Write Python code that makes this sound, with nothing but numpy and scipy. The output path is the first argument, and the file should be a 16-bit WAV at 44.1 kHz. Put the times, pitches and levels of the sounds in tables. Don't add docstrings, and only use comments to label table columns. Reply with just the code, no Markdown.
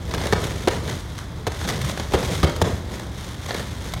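import sys
import numpy as np
from scipy import signal
from scipy.fft import rfft, irfft, next_fast_len
from scipy.io import wavfile
from scipy.ndimage import uniform_filter1d

SR = 44100
rng = np.random.default_rng(int(sys.argv[2]) if len(sys.argv) > 2 else 0)


def digitize_waveform(pressure):
    field = np.atleast_2d(pressure).T
    bounded = np.clip(field, -1, 1)
    quanta = np.round(bounded * 32767).astype(np.int16)
    wavfile.write(sys.argv[1], SR, quanta)


N = 176400


def amp(db):
    return 10 ** (np.asarray(db) / 20)

def rms_one(x):
    return x / np.sqrt(np.mean(x ** 2) + 1e-20)

def level(rows):
    return amp(np.interp(np.arange(N) / SR, *np.transpose(rows)))

def drift(rate_hz):
    step = 40
    pole = np.exp(-2 * np.pi * rate_hz * step / SR)
    noise = rng.standard_normal(N // step + 2002)
    slow = signal.lfilter([1], [1, -2 * pole, pole * pole], noise)[2000:]
    return np.interp(np.arange(N) / step, np.arange(len(slow)), rms_one(slow))

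def colour(x, points):
    size = 2 * next_fast_len(len(x))
    hz, db = np.transpose(points)
    log_hz = np.log(np.arange(size // 2 + 1) * SR / size + 1)
    cepstrum = irfft(np.log(amp(np.interp(log_hz, np.log(hz), db))))
    cepstrum[1:size // 2] *= 2
    cepstrum[size // 2 + 1:] = 0
    return irfft(rfft(x, size) * np.exp(rfft(cepstrum)))[:len(x)]

def add(out, s, sound):
    i = max(int(s * SR), 0)
    out[i:i + len(sound)] += sound[:max(len(out) - i, 0)]

def clicks(count, per_s, spread_db):
    sizes = amp(spread_db * np.minimum(rng.exponential(1, count), 4))
    return sizes * rng.choice([-1, 1], count) * (rng.random(count) < per_s / SR)

def shiver(hits, t60):
    energy = signal.lfilter([1], [1, -amp(-120 / (t60 * SR))], hits ** 2 + 1e-18)
    return np.sqrt(energy) * rng.standard_normal(len(hits))

def ring(hz, db, t60):
    t = np.arange(SR // 2) / SR
    return 2 * amp(db - 60 * t / t60) * np.sin(2 * np.pi * hz * t) * np.minimum(t * hz, 1)


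# f/Hz, level/dB
ENGINE_TONE = [(15, -62), (30, -50), (41, 0.5), (50, -10.0), (64, 4.0), (85, 3.0), (115, -10.5),
               (160, -5.5), (200, -9.0), (260, -22.5), (500, -30.0), (2000, -68.5)]
# t/s, level/dB
ENGINE_EFFORT = [(0, -31.5), (.6, -29.5), (1.35, -33.5), (2.3, -29.5), (3.1, -33.5), (4, -31.5)]

def engine():
    firing_hz = 113.3 * (1 + 0.0309 * drift(rate_hz=5.96))
    hum = np.sin(2 * np.pi * np.cumsum(firing_hz) / SR)
    rumble = colour(rng.standard_normal(N), ENGINE_TONE)
    power = uniform_filter1d(rumble ** 2, size=int(0.12 * SR)) + 1e-9
    steadier = rumble / power ** 0.1
    return level(ENGINE_EFFORT) * rms_one(steadier) + amp(-40) * rms_one(hum)


# f/Hz, level/dB
SITE_TONE = [(40, -17), (280, 11.5), (450, 3.5), (750, 3.5), (1300, 0.5), (2100, -4), (2950, -18),
             (3250, -4), (4200, -8.5), (6600, -17), (7500, -20), (15000, -28)]

def site():
    return amp(-41.5) * rms_one(colour(rng.standard_normal(N), SITE_TONE))


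FIBRE_T60_S, SHELL_T60_S = .019, .036
# f/Hz, level/dB
SPLINTER_TONE = [(300, -26), (1000, 4.5), (1400, 1.5), (2100, 4.5), (2550, -3), (3000, 1), (3500, 5),
                 (4600, -2.5), (6500, -1), (7400, -6.5), (9200, -6.5), (10500, -11.5), (12000, -10.5),
                 (13500, -17), (16000, -19)]
# f/Hz, level/dB
CRUNCH_TONE = [(50, -17), (110, 10), (180, 9.5), (250, 1.5), (380, 4), (550, 1.5), (750, -6), (1000, -8),
               (1400, -17), (1900, -21.5), (2600, -16.5), (5000, -70), (15000, -46)]
# t/s, level/dB
CRACKLE_LEVELS = [(0, -48.5), (.06, -45), (.16, -35.5), (.5, -35.5), (.58, -38.5), (.75, -36.5),
                  (.83, -41.5), (.9, -40.5), (1.0, -39), (1.08, -45), (1.33, -51), (1.46, -51.5),
                  (1.56, -38), (1.71, -35.5), (1.75, -39.5), (1.87, -33), (2.08, -39.5), (2.26, -31),
                  (2.42, -38.5), (2.55, -42.5), (2.68, -37.5), (2.84, -48.5), (2.98, -39), (3.07, -48.5),
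                  (3.25, -36.5), (3.41, -43), (3.57, -33), (3.71, -44.5), (3.88, -38), (4, -40.5)]
# t/s, level/dB
CRUNCH_LEVELS = [(0, -45.5), (.15, -29.5), (.3, -30), (.48, -28.5), (.62, -34.5), (.9, -30.5), (1.12, -51),
                 (1.45, -42.5), (1.58, -41), (1.67, -30), (1.8, -32.5), (2.08, -34), (2.28, -26),
                 (2.4, -34.5), (2.58, -33.5), (2.67, -22.5), (2.73, -33), (2.83, -40), (2.96, -34.5),
                 (3.07, -40), (3.42, -45), (3.49, -36), (3.59, -32.5), (3.70, -44), (4, -37)]

def crushing():
    clumps = amp(1.7 * drift(rate_hz=6.7))
    fibres = shiver(clumps * clicks(N, per_s=1700, spread_db=2.8), FIBRE_T60_S)
    shell = shiver(clumps * clicks(N, per_s=620, spread_db=2.5), SHELL_T60_S)
    crackle = level(CRACKLE_LEVELS) * rms_one(colour(fibres, SPLINTER_TONE))
    crunch = level(CRUNCH_LEVELS) * rms_one(colour(shell, CRUNCH_TONE))
    return crackle + crunch


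def tear(length_s, tone, db, t60):
    t = np.arange(SR // 10) / SR
    breaks = clicks(len(t), per_s=380, spread_db=2)
    breaks[0] = amp(1.5)
    fade = amp(-3.5 * t / length_s) * np.clip((length_s - t) * 1000, 0, 1)
    sound = colour(shiver(breaks * fade, t60), tone)
    return amp(db) * sound * np.sqrt(length_s * SR / np.sum(sound ** 2))


# f/Hz, level/dB
KNOCK_TONE = [(100, -21), (250, -1.5), (420, -2.5), (650, 1), (1000, -2.5), (1400, -11.5), (1950, -3),
              (2600, -16), (5000, -12), (15000, -63)]
# t/s, splinter level/dB, knock level/dB
QUICK_SNAPS = [(.111, -43, -28), (.138, -30.5, -23), (.146, -28, -23), (.180, -40, -28), (.2138, -38, -24),
               (0.2363, -37, -29), (0.2555, -44, -28), (.269, -25.5, -27), (0.4401, -25, -34),
               (.507, -34, -50), (.897, -28.5, -44), (1.179, -33, -44), (1.188, -31.5, -56),
               (1.519, -32.5, -31), (1.6128, -37, -27), (1.649, -36, -27), (1.698, -28, -29),
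               (1.8148, -27.5, -35), (1.8961, -32.5, -24.5), (1.975, -35, -25), (1.9974, -30.5, -25),
               (2.121, -33, -28), (2.227, -45, -23.5), (2.3521, -33, -30), (2.496, -30.5, -30),
               (2.5626, -29.5, -40), (2.939, -56, -30.5), (2.996, -33, -34), (3.46, -32.5, -35.5),
               (3.5071, -37, -19.5), (3.5449, -30, -22), (3.937, -25.5, -25)]
# t/s, tearing time/s, splinter level/dB, knock level/dB
LONG_RIPS = [(.877, 0.019, -35.5, -33), (1.675, 0.017, -31.5, -37), (1.687, 0.021, -27.5, -30),
             (3.486, 0.013, -38, -31.5), (3.595, .014, -35.5, -34)]

def snaps(snap_s=.004):
    out = np.zeros(N)
    quick = [(s, snap_s, *levels) for s, *levels in QUICK_SNAPS]
    for s, length_s, splinter_db, knock_db in quick + LONG_RIPS:
        octaves = .25 * rng.uniform(-1.27, 1)
        knock_tone = [(hz * 2 ** octaves, db) for hz, db in KNOCK_TONE]
        add(out, s, tear(length_s, SPLINTER_TONE, splinter_db, FIBRE_T60_S))
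        add(out, s, tear(length_s, knock_tone, knock_db, SHELL_T60_S))
    return out + echoes(out)


# lowest f/Hz, highest f/Hz, level/dB, time to fade by 60 dB/s
ECHO_BANDS = [(110, 330, -5.5, .48), (428, 747, -6, 0.37), (950, 2200, -5, 0.41), (2430, 11000, -9, 0.52)]

def echoes(x, swell_s=0.0047):
    t = np.arange(SR) / SR
    tail = 0
    for low, high, db, t60 in ECHO_BANDS:
        dying = rng.standard_normal(SR) * amp(-60 * t / t60) * (1 - np.exp(-t / swell_s))
        band = signal.butter(2, [low, high], "band", fs=SR, output="sos")
        tail = tail + amp(db) * signal.sosfilt(band, dying / np.sqrt(np.sum(dying ** 2)))
    slap = signal.sosfilt(signal.butter(1, 2000, fs=SR, output="sos"), x)
    out = np.zeros(len(x))
    add(out, .018, signal.fftconvolve(x, tail))
    add(out, .029, amp(-14.5) * slap)
    return out


# t/s, f/Hz, level/dB
THUDS = [(0.168, 80, -17), (0.411, 86, -25), (1.766, 133, -22.5), (1.81, 103.6, -16.5), (1.835, 131, -18),
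         (2.27, 73.5, -17.5), (2.657, 126, -20), (2.727, 82, -14), (3.96, 109, -24.5)]

def buckles():
    out = np.zeros(N)
    for s, hz, db in THUDS:
        add(out, s, ring(hz, db, t60=0.095))
    return out


# f/Hz, level/dB
SHELL_TONE = [(60, -37), (150, -4.5), (230, -3), (340, 2.5), (480, 2), (620, 1), (820, -4.5), (1250, -12),
              (1650, -13), (2300, -18.5), (5000, -21), (15000, -89)]
# t/s, tearing time/s, splinter level/dB,
# knock level/dB, knock pitch/ratio, knock bass cut f/Hz, panel f/Hz, panel level/dB,
# upper panel note f/Hz, its level/dB, echo level/dB, boom f/Hz, boom level/dB
BIG_CRACKS = [(0.3246, .011, -24.5, -13, 1.21, 130, 462, -21, 1820, -20.5, 0.5, 104, -17),
              (.674, .012, -25, -13, 0.94, 397, 363, -10.5, 717, -14.5, 2, 90.5, -29),
              (1.4676, .014, -28.5, -23, 1.13, 100, 502, -21.5, 856, -27, -1, 99, -22.5),
              (2.1358, .02, -27.5, -15.5, 0.87, 120, 408, -17.5, 840, -19, 0, 69, -13.5),
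              (2.4306, 0.017, -24, -15, 1.02, 110, 522, -19.5, 1197, -21, 2, 75.8, -8),
              (2.6153, 0.0087, -22, -14, 1.15, 90, 411, -26, 900, -16.5, 2.5, 88, -12)]

def cracks():
    out = np.zeros(N)
    for (s, length_s, splinter_db, knock_db, pitch, cut_hz, panel_hz, panel_db,
         upper_hz, upper_db, echo_db, boom_hz, boom_db) in BIG_CRACKS:
        knock_tone = [(hz * pitch, db) for hz, db in SHELL_TONE]
        bass_cut = signal.butter(3, cut_hz, "high", fs=SR, output="sos")
        crack = np.zeros(SR)
        add(crack, 0, tear(length_s, SPLINTER_TONE, splinter_db, FIBRE_T60_S))
        add(crack, 0, signal.sosfilt(bass_cut, tear(length_s, knock_tone, knock_db, SHELL_T60_S)))
        add(out, s, crack + amp(echo_db) * echoes(crack))
        add(out, s, panel(panel_hz, panel_db, upper_hz, upper_db) + boom(boom_hz, boom_db))
    return out

def panel(hz, db, upper_hz, upper_db):
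    lower_notes = ring(hz, db, t60=.058) + ring(hz * 1.44, db - 2.5, t60=.058)
    return lower_notes + ring(upper_hz, upper_db, t60=.04)

def boom(hz, db):
    return ring(hz, db, t60=0.13) + ring(hz * 2, db - 8.5, t60=0.13)


def scene():
    return (cracks() + snaps() + buckles() + crushing() + engine() + site())[None]

def record(dry, ceiling=.51):
    squashed = dry / (1 + (dry / ceiling) ** 6) ** (1 / 6)
    treble_cut = signal.cheby2(16, 70, 16600, fs=SR, output="sos")
    return signal.sosfilt(treble_cut, squashed)


dry = scene()
out = record(dry)
digitize_waveform(out)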